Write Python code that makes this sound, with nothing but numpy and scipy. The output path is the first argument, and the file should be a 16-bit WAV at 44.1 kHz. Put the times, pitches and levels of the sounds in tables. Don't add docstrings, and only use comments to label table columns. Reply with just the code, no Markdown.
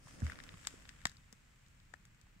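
import sys
import numpy as np
from scipy import signal
from scipy.fft import rfft, irfft
from scipy.io import wavfile
from scipy.ndimage import uniform_filter1d

SR = 44100
rng = np.random.default_rng(int(sys.argv[2]) if len(sys.argv) > 2 else 0)


def pcm_store(signal):
    levels = np.round(np.clip(np.atleast_2d(signal), -1, 1) * 32767)
    wavfile.write(sys.argv[1], SR, levels.astype(np.int16).T)


N = 105840

# pitch_hz, level_db
AIR_TONE = [(200, 6), (300, 0), (500, -2), (700, -5.5), (1100, -1.5), (1750, 2), (2500, 0), (3500, -7),
            (6000, -14), (7800, -14), (9200, -21), (12000, -18.5), (15500, -18.5)]
RUMBLE_TONE = [(10, -15), (32, 4.5), (55, 0.5), (90, -2.5), (140, -4), (200, -12), (280, -19), (450, -42),
               (1000, -71)]
# pitch_hz, pan_db
AIR_PAN = [(300, 1), (800, -5.5), (2000, 1.5), (4000, 0.5), (7500, 13), (12000, -3)]
# time_s, level_db
RUMBLE_LEVELS = [(0, -66), (.15, -61), (.45, -61.5), (.7, -63), (1.1, -60), (1.3, -67.5), (2.2, -64),
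                 (2.4, -68)]
# time_s, scuff_db, leaves_db, hiss_db
RUSTLE_LEVELS = [(0, -70.5, -79, -76.5), (0.081, -68, -64, -63), (.18, -59, -67, -66.5),
                 (.28, -56, -58, -62.5), (.36, -60.5, -63, -68.5), (0.521, -61.5, -62.5, -67.5),
                 (.61, -69.5, -66, -65.5), (.71, -66, -65, -64), (.8, -66, -68, -68.5),
                 (1.0, -74.5, -68.5, -71.5), (1.2, -81, -76.5, -76.5), (1.6, -83, -81, -77.5),
                 (2.4, -91, -96, -82.5)]
# pitch_hz, level_db
SCUFF_TONE = [(120, 1.5), (280, 4), (390, -6.5), (540, -2), (850, -12.5), (1400, -12.5), (3000, -64)]
LEAVES_TONE = [(400, -53), (900, -7), (1300, 2), (1800, 2.5), (2500, -1), (3600, -7.5), (6000, -59),
               (12000, -24.5)]
SLIDING_HISS_TONE = [(1500, -27), (3500, -11), (5300, 3.5), (6200, 0), (7600, 0), (8500, -3), (9300, 0.5),
                     (10300, -14), (15500, -28)]
SETTLING_HISS_TONE = [(1500, -15.5), (3500, -7.5), (5400, -2.5), (6500, -2.5), (7600, 3), (8500, -3.5),
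                      (10000, -13), (15500, -33)]
# start_s, pitch_hz, level_db, rise_s, fade_s (time to drop 60 dB)
THUDS = [(0.059, 130, -44.5, 0.0019, 0.033), (0.22, 210.4, -32, 0.0024, 0.082),
         (0.2202, 117, -28.5, 0.0044, 0.13), (.227, 77.8, -17.5, 0.024, 0.15),
         (0.538, 166, -42, 0.0027, 0.062), (.671, 382, -40.5, .0004, 0.0061),
         (0.7398, 353, -37.5, 0.00092, 0.011), (1.0555, 162, -23.5, 0.0018, 0.015),
         (1.327, 477, -51, 0.0014, 0.022), (1.327, 213, -49.5, 0.0011, 0.036),
         (2.362, 183, -53, .001, 0.061)]
# start_s, ring_hz, knock_db, body_db, crack_db, top_db, pan_db
SNAPS = [(0.0718, 1040, -20.5, -28, -51, -49, 7), (.084, 1670, -23, -26.5, -44, -45, 6),
         (0.2031, 6500, -46, -28, -35, -31, 12), (0.2198, 1490, -20, -19.5, -59, -50, -23),
         (.2456, 7500, -39, -34, -31, -30, 9), (0.2664, 2010, -23.5, -11, -25, -27, 3),
         (0.2986, 2030, -31, -7.5, -35, -27, 8), (0.32, 1570, -34, -10, -25, -36, 2),
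         (0.3566, 2100, -35, -23.5, -31, -42, 10), (0.389, 2010, -25, -15.5, -30, -36, 6),
         (0.4017, 1840, -31, -17, -24.5, -40, 12), (0.4383, 2140, -24, -26, -27.5, -26.5, 11),
         (.491, 3020, -48, -18, -22, -44, 0), (0.5408, 1070, -23.5, -28, -30, -46, -1),
         (0.6498, 1700, -35, -21.5, -22, -38, 8), (.671, 7800, -13, -7.5, -7, -8, 9.5),
         (.8539, 2560, -29.5, -25, -29.5, -48, 7), (0.8917, 2730, -42, -14.5, -22.5, -25, 8.5),
         (1.005, 2030, -43, -27, -42, -44, 1), (1.0161, 1810, -52, -32, -36, -38, 10),
         (1.0545, 1730, 0, 3, -3.5, -4.5, 5), (1.0692, 1830, -25, -15, -17, -16, 1),
         (1.0958, 4050, -46, -36, -28, -29.5, 8), (1.117, 1580, -37, -28, -37, -33, 4),
         (1.1691, 4800, -46, -44, -31, -39.5, 6), (1.3268, 5700, -29, -29, -31, -25.5, 6),
         (1.664, 1980, -55, -39, -39, -53, 0), (1.6843, 6360, -52, -51, -47, -41.5, -8),
         (1.801, 2500, -54, -36, -36.5, -50, 2), (1.9385, 1870, -12.5, -13, -33.5, -29.5, 13.5),
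         (2.0531, 3430, -49, -29.5, -41, -31, 4), (2.1466, 2340, -50, -36, -50, -45, 3),
         (2.2138, 2800, -56, -38, -38, -35.5, 6), (2.268, 1040, -34, -40, -50, -48, -2)]
SNAP_BANDS_HZ = [680, 1700, 4000, 7300]
# pitch_hz, level_db
SNAP_TONE = [(100, -11), (370, -12.5), (560, -8), (820, -1.5), (1000, -2.5), (1220, 1.5), (1450, 0),
             (1870, 2), (2400, -4.5), (3150, -3.5), (3720, 3), (4250, -2), (4900, 3.5), (5500, -1),
             (6700, -1), (7600, 3), (8400, -8.5), (10000, -14.5), (12500, -15), (15500, -17.5)]

CONTACTS_PER_S, CONTACT_SPREAD_DB, CONTACT_LIMIT_DB, CONTACT_SHARE = 900, 7, 11, 0.65
SLIDE_END_S, SLIDE_FADE_S = 0.51, 0.2
THUD_LEFT_LAG_S, SNAP_LEFT_LAG_S = 0.00067, 0.00012
ECHO_DB, ECHO_FADE_S = -19.5, 0.26
BURST_S, RING_S, RING_DB = 0.0019, 0.0064, -13.5
PEAK_DB, PEAK_WIDTH_OCTAVES = 6, 0.16
SHEEN_FROM_HZ, FULL_PAN_HZ = 8500, 1780


def gain(db):
    return 10 ** (np.asarray(db) / 20)


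def normalise(x):
    return x / np.sqrt(np.mean(x ** 2) + 1e-20)


def curve_at(points, hz):
    pitches, values = np.transpose(points)
    return np.interp(np.log(hz + 1), np.log(pitches + 1), values)


def pan(pan_db):
    return gain(np.array([[.5], [-.5]]) * pan_db)


def add(mix, start_s, sound):
    part = mix[:, round(start_s * SR):][:, :sound.shape[-1]]
    part += sound[..., :part.shape[1]]


def noise(alike, size=N):
    left, other = rng.standard_normal((2, size))
    return np.array([left, alike * left + np.sqrt(1 - alike ** 2) * other])


def with_tone(x, tone):
    gains = gain(curve_at(tone, np.fft.rfftfreq(N, 1 / SR)))
    return normalise(irfft(rfft(x) * gains, N))


def ringing_filter(level_db):
    log_gain = np.log(gain(np.concatenate([level_db, level_db[:, -2:0:-1]], 1)))
    return np.exp(np.conj(signal.hilbert(log_gain)))[:, :level_db.shape[1]]


def forest_air():
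    hiss = with_tone(noise(alike=0.1), AIR_TONE)
    sides = pan(curve_at(AIR_PAN, np.fft.rfftfreq(N, 1 / SR)))
    return gain(-71) * irfft(rfft(hiss) * sides, N)


def rumble():
    level_db = np.interp(np.arange(N) / SR, *np.transpose(RUMBLE_LEVELS))
    return gain(level_db) * with_tone(noise(alike=0.97), RUMBLE_TONE)


def leaf_contacts():
    strength_db = np.minimum(CONTACT_SPREAD_DB * rng.exponential(1, N), CONTACT_LIMIT_DB)
    touches = gain(strength_db) * (rng.random(N) < CONTACTS_PER_S / SR)
    kicks = touches * noise(alike=0.36)
    one_tick = np.exp(-np.arange(256) / SR / 0.0012) * noise(alike=0.36, size=256)
    spectrum = rfft(signal.oaconvolve(kicks, one_tick, axes=1)[:, :N])
    power = uniform_filter1d(abs(spectrum) ** 2, size=400, axis=1)
    ticks = normalise(irfft(spectrum / np.sqrt(power), N))
    return np.sqrt(CONTACT_SHARE) * ticks + np.sqrt(1 - CONTACT_SHARE) * noise(alike=0.1)


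def rustle():
    t = np.arange(N) / SR
    times_s, *levels_db = np.transpose(RUSTLE_LEVELS)
    scuff_gain, leaves_gain, hiss_gain = (gain(np.interp(t, times_s, db)) for db in levels_db)
    contacts = leaf_contacts()
    fizz = gain(-1) * contacts + noise(alike=0.05)
    settled = np.clip(.5 + (t - SLIDE_END_S) / SLIDE_FADE_S, 0, 1)
    hiss = (1 - settled) * with_tone(fizz, SLIDING_HISS_TONE)
    hiss += settled * with_tone(fizz, SETTLING_HISS_TONE)
    scuff = scuff_gain * pan(-2) * with_tone(noise(alike=0.017), SCUFF_TONE)
    leaves = leaves_gain * pan(1) * with_tone(contacts, LEAVES_TONE)
    return scuff + leaves + hiss_gain * pan(1.5) * hiss


def thuds():
    out = np.zeros((2, N))
    t = np.maximum(np.arange(SR // 4) / SR - np.array([[THUD_LEFT_LAG_S], [0]]), 0)
    for start_s, pitch_hz, level_db, rise_s, fade_s in THUDS:
        loudness = gain(level_db) * (1 - np.exp(-t / rise_s)) * np.exp(-np.log(1000) * t / fade_s)
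        add(out, start_s, loudness * np.sin(2 * np.pi * pitch_hz * t))
    return out


def forest_echo(sound):
    t = np.arange(SR // 2) / SR
    tail = noise(alike=0.11, size=len(t)) * np.exp(-np.log(1000) * t / ECHO_FADE_S)
    tail *= np.minimum(t / 0.0034, 1)
    tail /= np.linalg.norm(tail[0])
    thin = signal.sosfilt(signal.butter(1, 1500, "high", fs=SR, output="sos"), sound)
    return gain(ECHO_DB) * signal.fftconvolve(thin, tail, axes=1)[:, :N]


def snap(ring_hz, bands_db, pan_db, size=2048):
    t, hz = np.arange(size) / SR, np.fft.rfftfreq(size, 1 / SR)
    loudness = np.exp(-(t / BURST_S) ** 2.9) + gain(RING_DB) * np.exp(-t / RING_S)
    burst = rfft(noise(alike=0.6, size=size) * loudness)
    power = uniform_filter1d(abs(burst) ** 2, size=20, axis=1)
    uneven_db = 10 * np.log10(uniform_filter1d(power, size=14, axis=1))
    peak_db = PEAK_DB * np.exp(-(np.log2((hz + 1) / ring_hz) / PEAK_WIDTH_OCTAVES) ** 2)
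    _, body_db, _, top_db = bands_db
    sheen_db = 0.4 * (top_db - body_db) * np.clip(2 * np.log2((hz + 1) / SHEEN_FROM_HZ), 0, 1)
    tone_db = curve_at(list(zip(SNAP_BANDS_HZ, bands_db)), hz) + curve_at(SNAP_TONE, hz)
    level_db = tone_db + peak_db + sheen_db - uneven_db + 2
    lean_db = np.array([[.5], [-.5]]) * pan_db * np.minimum(hz / FULL_PAN_HZ, 1) ** 4
    ringing = irfft(burst * ringing_filter(level_db + lean_db - abs(lean_db) / 2))
    left, right = ringing * np.linspace(1, 0, size)
    return np.array([np.roll(left, round(SNAP_LEFT_LAG_S * SR)), right])


def crackles():
    out = np.zeros((2, N))
    for start_s, ring_hz, *bands_db, pan_db in SNAPS:
        add(out, start_s - BURST_S / 8, snap(ring_hz, bands_db, pan_db))
    return out


def scene():
    snaps = crackles()
    return snaps + forest_echo(snaps) + thuds() + rustle() + forest_air() + rumble()


def record(dry):
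    low_pass = signal.firwin(511, 15750, window=("kaiser", 9), fs=SR)
    return signal.oaconvolve(dry, low_pass[None], "same", axes=1)


dry = scene()
out = record(dry)
pcm_store(out)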